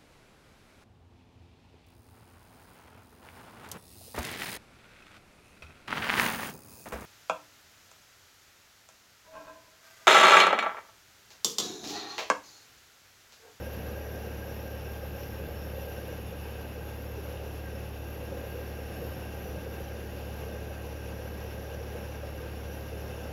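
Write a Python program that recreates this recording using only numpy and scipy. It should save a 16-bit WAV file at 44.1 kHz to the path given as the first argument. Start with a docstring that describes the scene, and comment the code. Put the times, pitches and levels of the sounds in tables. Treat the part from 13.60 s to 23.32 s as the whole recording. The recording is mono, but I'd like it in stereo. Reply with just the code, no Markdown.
"""Inside a tent, a stereo microphone close to a wide pan of noodle broth on a gas camping stove.
From the start a small engine, probably a generator, hums outside; the gas jet hisses and whistles,
the flame roars and rings in the burner, and bubbles gurgle, plop and fizz. Around 2 s broth sizzles
on the hot rim and a draught flares the flame. It flares hard again between 5 and 6 s,
and the pan simmers on to the end with an occasional spit."""
import sys
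import numpy as np
from scipy.fft import rfft, irfft, next_fast_len
from scipy.io import wavfile
from scipy.ndimage import map_coordinates

SR = 44100
rng = np.random.default_rng(int(sys.argv[2]) if len(sys.argv) > 2 else 0)


def wav_out(sig):
    """Save sig, one row per channel (or a flat mono array), as 16-bit PCM at SR to the path in sys.argv[1]."""
    wavfile.write(sys.argv[1], SR, np.round(np.clip(np.atleast_2d(sig).T, -1, 1) * 32767).astype(np.int16))


N = 428652


def amp(db):
    """Decibels to gain."""
    return 10 ** (np.asarray(db) / 20)


def unit(x):
    """Scale to rms 1."""
    return x / np.sqrt(np.mean(x ** 2) + 1e-20)


def along(points, hz):
    """Rows of (f/Hz, value) read on a log frequency axis."""
    freqs, values = np.transpose(points)
    return np.interp(np.log(hz + 1), np.log(freqs + 1), values)


def curves(rows):
    """One value per sample for each column after the time."""
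    times, *columns = np.transpose(rows)
    return [np.interp(np.arange(N) / SR, times, column) for column in columns]


def swells(rows, rise_s, fall_s):
    """dB added by events that each rise smoothly to their height and fall back."""
    t = np.arange(N) / SR
    return sum(db * np.exp(-((t - s) / np.where(t < s, rise_s, fall_s)) ** 2) for s, db in rows)


def wobble(rate):
    """A smooth random curve, rate knots a second."""
    knots = rng.standard_normal(int(N * rate / SR) + 4)
    return map_coordinates(knots, [np.arange(N) * rate / SR])


def filtered(x, response):
    """x times a response of frequency."""
    size = next_fast_len(N + SR // 4)
    return irfft(rfft(x, size) * response(np.fft.rfftfreq(size, 1 / SR)), size)[..., :N]


def turbulence(spectrum):
    """Two unrelated noises of rms 1 with a broad spectrum."""
    return unit(filtered(rng.standard_normal((2, N)), lambda hz: amp(along(spectrum, hz))))


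def resonate(x, modes):
    """x through a set of steep-sided resonances, at rms 1."""
    def response(hz):
        powers = (amp(db) ** 2 / (1 + 2 * ((hz - centre) / width) ** 2) ** 2
                  for centre, width, db in modes)
        return np.sqrt(sum(powers))
    return unit(filtered(x, response))


def blown(modes):
    """Two unrelated noises ringing in the same resonances."""
    return resonate(rng.standard_normal((2, N)), modes)


def microphone(pair):
    """A shared and an unshared signal reach the left and right ports, slightly out of step."""
    # how alike the two ports are: f/Hz, coherence
    likeness = [(30, .8), (100, 0.94), (500, 0.98), (1000, 0.54), (1600, 0.75), (2700, 0.92), (4000, 0.49),
                (5800, 0.71), (7000, 0.24), (7800, 1), (9300, 1), (10000, 0.83), (12600, 0.88)]
    # how far the right port is ahead: f/Hz, phase/rad
    lead = [(1000, 0), (1250, .4), (2300, 0), (3200, -0.1), (4600, -.5), (5300, 0.8), (5850, 1.98),
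            (6700, -1.1), (7700, 4), (9400, 2.5), (10000, 4), (11300, 5.5), (12600, 6.9), (13300, 6.3)]

    def blend(hz):
        angle = np.arccos(np.clip(along(likeness, hz), 0, 1)) / 2
        return np.array([np.cos(angle), np.sin(angle)])
    shared, apart = filtered(pair, blend)
    sides = np.array([shared + apart, shared - apart])
    return filtered(sides, lambda hz: np.exp(np.outer([-.5j, .5j], along(lead, hz))))


def engine():
    """Outside the tent, a governed engine hums in its low orders; its speed hunts a little."""
    # engine orders: multiple of the shaft rate, level/dB, lead of the right side/rad
    orders = [(1, -61, .1), (2, -41.5, 0.25), (3, -47, 0.84), (4, -54.5, 0.85), (5, -56.5, 1.25),
              (6, -63.5, 1.1), (8, -62, 1.6), (9, -68, -1.2), (11, -65.5, 0.96), (12, -81, 1)]
    shaft_hz = 36.26
    shaft = 2 * np.pi * shaft_hz * np.arange(N) / SR + 0.074 * wobble(2.01)
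    hum = np.zeros((2, N))
    for order, db, lead in orders:
        phase = order * shaft + rng.uniform(0, 2 * np.pi) + np.array([[-.5], [.5]]) * lead
        hum += np.sqrt(2) * amp(db + 0.42 * wobble(3.05)) * np.sin(phase)
    return hum


def sizzle():
    """Broth on the hot rim sizzles for a moment, and spits four times."""
    # noise bands of the sizzle and of a spit: f/Hz, width/Hz, relative level/dB
    sizzle_bands = [(5350, 600, -8), (13000, 600, 0)]
    spit_bands = [(2750, 600, -1), (5000, 1600, -12)]
    # spits: t/s, level/dB
    spits = [(1.632, -48), (3.771, -51), (6.282, -50), (8.669, -51.5)]
    spit_t60_s = 0.07
    wet_rim, = curves([(0.6, 0), (1.3, 1), (2.36, 1), (2.48, 0)])  # t/s, gain
    frying = wet_rim * amp(-62 + 1.8 * wobble(18)) * blown(sizzle_bands)
    t = np.arange(N) / SR
    bursts = sum((t > s) * amp(db - 60 * np.abs(t - s) / spit_t60_s) for s, db in spits)
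    return frying + bursts * blown(spit_bands)


def whistles():
    """Two groups of narrow whistles flicker and trade strength as the jet shifts, wavering together."""
    # whistle resonances: f/Hz, width/Hz, relative level/dB
    low_modes = [(5420, 58, -2), (5574, 170, -2)]
    high_modes = [(5788, 42, -4), (5840, 170, -10), (5868, 52, 3)]
    # strength about the usual level: t/s, low group/dB, high group/dB
    strengths = [(0.0, 0.9, 0.1), (0.35, -1.5, 4), (1.3, 2.5, 0), (1.5, 0.1, -3), (1.63, 4, 1),
                 (1.87, -2.8, -4.5), (2.0, 6, -5), (2.15, -1.2, -1), (2.48, 1, 4), (2.7, -1, -4),
                 (3.42, -1.5, -4.4), (3.6, -1, -0.1), (4.3, -0.7, 0), (4.9, -1, 0.6), (5.5, 4, -4),
                 (5.8, -0.5, 1.5), (7.05, -0.4, 0.2), (7.2, -3.8, -0.2), (7.4, 2, 2), (8.5, 1.2, 2),
                 (8.9, 0, -2), (9.25, 0, 4), (9.72, 2, 0)]
    low_db, high_db = curves(strengths)
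    low = sum(amp(db + 1.5 * wobble(30)) * blown([(hz, width, 0)]) for hz, width, db in low_modes)
    high = amp(1.8 * wobble(34)) * blown(high_modes)
    both = amp(-65 + low_db) * unit(low) + amp(-64.5 + high_db) * unit(high)
    waver = 0.0016 * wobble(9)  # share of the pitch
    position = np.arange(N) + np.cumsum(waver)
    return np.array([map_coordinates(side, [position], mode="mirror") for side in both])


def gas_jet(flow_db):
    """The jet rushes through the mixing tube, whistles and hisses at the nozzle, all with one flutter."""
    # spectrum of the rush: f/Hz, relative level/dB
    rush_spectrum = [(200, -23), (600, 2.5), (840, 4.5), (910, -0.6), (1100, -3.5), (1400, -5), (2000, -9),
                     (2950, -8.5), (3300, -14.5), (4100, -16), (5200, -15), (6400, -19.5), (7300, -17),
                     (7800, -22.5), (9400, -41), (9900, -15.5), (11800, -18), (13500, -22), (14000, -29),
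                     (14700, -25), (15700, -22)]
    # resonances of tube and nozzle: f/Hz, width/Hz, relative level/dB
    tube_modes = [(2488, 58, -3.5), (2604, 56, 0), (2718, 74, 0.5), (2820, 65, -3.5), (2964, 74, -5.5),
                  (3175, 56, -8.5), (3400, 63, -11), (3556, 95, -6), (3910, 99, -11.5), (4560, 53, -10),
                  (6690, 86, -9), (9910, 216, -2.5), (10110, 140, -4.5), (10550, 170, -10)]
    nozzle_modes = [(12150, 300, -13), (12580, 310, 0), (13000, 500, -14), (13330, 150, -6.5)]
    # the tube rings harder, the nozzle spurts: t/s at the height, boost/dB
    tube_swells = [(2.3, 1.5), (5.45, 0.5), (9.5, .8)]
    spurts = [(.4, 1.5), (1, 2), (1.68, 4), (2.22, 4), (2.6, 2), (3.4, 1.8), (4.52, 3.2), (5.02, 2),
              (5.46, 4), (5.83, 4.5), (6.17, 2), (7.68, 3), (8, 3), (9.2, 3)]
    flutter = wobble(22)
    rush = amp(-49 + 0.43 * flow_db + 0.71 * flutter) * turbulence(rush_spectrum)
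    tube_db = -56 + swells(tube_swells, rise_s=0.27, fall_s=0.65)
    tube = amp(tube_db + 0.44 * flutter + 0.83 * wobble(24)) * blown(tube_modes)
    whistle = amp(0.22 * flutter) * whistles()
    fade_db_per_s = 0.5
    nozzle_db = -57.5 + 0.46 * flow_db - fade_db_per_s * np.arange(N) / SR
    spurt_db = swells(spurts, rise_s=0.079, fall_s=0.092)
    hiss = amp(nozzle_db + spurt_db + 0.57 * flutter + 1.05 * wobble(34)) * blown(nozzle_modes)
    return rush + tube + whistle + hiss


def flame(flow_db):
    """Combustion roars under the pan and rings in the burner head; the flame rumbles when it flares."""
    # combustion spectra: f/Hz, relative level/dB
    rumble_spectrum = [(15, -24), (30, -21), (45, -7), (65, 3), (100, 0), (150, -0.5), (185, -5.5),
                       (260, -25), (1000, -68)]
    roar_spectrum = [(60, -22), (140, -6.5), (205, 2.5), (265, -2), (345, 1), (600, -8.5), (1200, -34.5),
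                     (4000, -70)]
    # flares in a draught: t/s at the height, boost/dB
    flares = [(.26, 5), (1.58, 4.5), (1.9, 9.5), (2.2, 2.5), (2.73, 5), (5.44, 10), (5.9, 7.5), (6.17, 2),
              (9.68, 2)]
    # resonances of the burner head: f/Hz, width/Hz, relative level/dB
    burner_modes = [(1216, 45, -11), (1410, 60, -14), (1548, 56, -5), (1602, 60, 0), (1745, 40, -13),
                    (1887, 50, -8.5), (2110, 45, -15), (2235, 50, -13)]
    # strength of their ring: t/s, relative level/dB
    ring_strength = [(0, 2), (.55, 2.5), (1.3, 0.5), (2.15, 0), (2.5, 1.5), (2.65, -0.5), (3.2, 0),
                     (3.45, -4.5), (3.65, -0.5), (3.95, -2), (4.15, 2.5), (4.36, -4.5), (4.7, 0.5),
                     (5.45, 1.4), (6.5, 0), (6.75, -1.2), (7, 2.5), (7.25, -3), (7.6, .5), (8.7, 0),
                     (9.25, -1.5), (9.72, 3)]
    ring_db, = curves(ring_strength)
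    flare_db = swells(flares, rise_s=0.13, fall_s=0.17)
    rumble = amp(-53 + flare_db + 0.89 * wobble(6)) * turbulence(rumble_spectrum)
    roar = amp(-47 + 0.95 * flow_db + 0.38 * wobble(7)) * turbulence(roar_spectrum)
    ring = amp(-55.5 + ring_db + 0.88 * wobble(22)) * blown(burner_modes)
    return rumble + roar + ring


def bubbles(starts_s, peaks, pitches_hz, cycles, swell_cycles, rise, length_s):
    """Each bubble is a sine that swells and dies within so many cycles, rising as it nears the surface."""
    t = np.arange(int(length_s * SR)) / SR
    turns = pitches_hz[:, None] * t
    age = turns / cycles
    envelope = amp(-60 * age) * (1 - np.exp(-turns / swell_cycles))
    envelope /= envelope.max(axis=1, keepdims=True)
    rings = peaks[:, None] * envelope * np.sin(2 * np.pi * turns * (1 + rise * age / 2))
    samples = (starts_s[:, None] * SR).astype(int) + np.arange(len(t))
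    return np.bincount(samples.ravel(), rings.ravel(), N)[:N]


def swarm(count, pitch_hz, spread, range_db, cycles, length_s):
    """Many bubbles of random time, strength and pitch, at rms 1."""
    smallest_bubble_hz = 5600
    when, softness, radius, angle = rng.random((count, 4)).T
    scatter = np.sqrt(-2 * np.log(1 - radius)) * np.cos(2 * np.pi * angle)  # Gaussian
    pitches_hz = np.minimum(pitch_hz * np.exp(spread * scatter), smallest_bubble_hz)
    return unit(bubbles(when * N / SR, amp(-range_db * softness), pitches_hz, cycles,
                        swell_cycles=0.51, rise=0.14, length_s=length_s))


def broth(flow_db):
    """Bubbles gurgle in the pan, harder over a stronger flame; big ones plop, tiny ones fizz at the rim."""
    # resonances of the pan: f/Hz, width/Hz, relative level/dB
    pan_modes = [(465, 82, -0.5), (539, 82, 2), (787, 77, -5)]
    # the broth wells up or sinks back: t/s at the height, change/dB
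    surges = [(1.87, 3), (2.17, 2), (2.52, 3), (3.7, 3.5), (4.72, 3), (4.85, 1), (5.05, 0.5), (5.45, 0.5),
              (5.7, 1), (5.95, 1.5), (6.15, 1), (6.62, -1.5), (6.93, 1), (9.4, 0.5), (9.66, 2)]
    # big bubbles: t/s, level/dB, f/Hz
    big_bubbles = [(0.066, -38, 520), (0.547, -35, 496), (0.606, -40, 530), (0.672, -38, 533),
                   (1.433, -33, 526), (2.133, -36, 502), (2.177, -36, 510), (2.288, -36, 450),
                   (2.379, -36, 533), (3.577, -36.5, 404), (4.127, -37, 503), (4.626, -39, 534),
                   (4.725, -36, 517), (4.767, -37, 530), (4.813, -38, 520), (4.836, -37, 497),
                   (4.952, -35.5, 484), (5.073, -39.5, 520), (5.187, -38.5, 507), (5.42, -33.5, 450),
                   (5.958, -38, 536), (6.073, -37.5, 504), (6.451, -42, 453), (6.683, -41, 495),
                   (6.945, -37.5, 520), (7.068, -40.5, 490), (7.654, -41, 540), (8.352, -34.5, 484),
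                   (8.632, -35.5, 553), (9.323, -37, 480)]
    surge_db = swells(surges, rise_s=0.063, fall_s=0.077)
    boil_db = -47 + flow_db + surge_db + 0.63 * wobble(12) + 0.43 * wobble(45)
    crowd = np.array([swarm(count=7000, pitch_hz=520.4, spread=.28, range_db=3, cycles=9, length_s=0.016)
                      for _ in range(2)])
    gurgle = amp(boil_db) * resonate(crowd, pan_modes)
    starts_s, level_db, pitches_hz = np.transpose(big_bubbles)
    plops = bubbles(starts_s, amp(level_db), pitches_hz,
                    cycles=24, swell_cycles=2.2, rise=0.056, length_s=.08)
    fizz = np.array([swarm(count=2500, pitch_hz=2800, spread=.57, range_db=17, cycles=9.4,
                           length_s=0.0083) for _ in range(2)])
    # a plop is one point source, so it goes only into the signal that both ports share
    return gurgle + np.outer([1, 0], plops) + amp(-64) * fizz


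def scene():
    """One gas flow drives stove and pan, a little right of the microphone, over the hum from outside."""
    # gas flow about its usual strength: t/s, level/dB
    flow = [(0.0, 2), (0.7, 1.6), (1.2, -0.5), (1.65, -0.5), (2.5, 0), (2.85, -1), (3.45, -1.5),
            (3.65, -1.3), (4.15, -0.5), (4.35, -2), (4.7, 0.2), (5.31, 0.3), (5.39, 3), (5.5, 0.5),
            (6.9, 0.5), (7.25, -1.1), (7.6, 0), (8.4, -0.5), (8.8, -1), (9.35, 0), (9.72, 1.3)]
    flow_db, = curves(flow)
    burner = microphone(flame(flow_db)) * amp([[-.3], [.3]])
    pan = microphone(broth(flow_db)) * amp([[-1.1], [1.1]])
    hisses = microphone(gas_jet(flow_db) + sizzle())
    return burner + pan + hisses + engine()


def record(dry):
    """The microphone chain passes nothing above its band limit."""
    top_hz = 15780
    return filtered(dry, lambda hz: hz < top_hz)


dry = scene()
out = record(dry)
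wav_out(out)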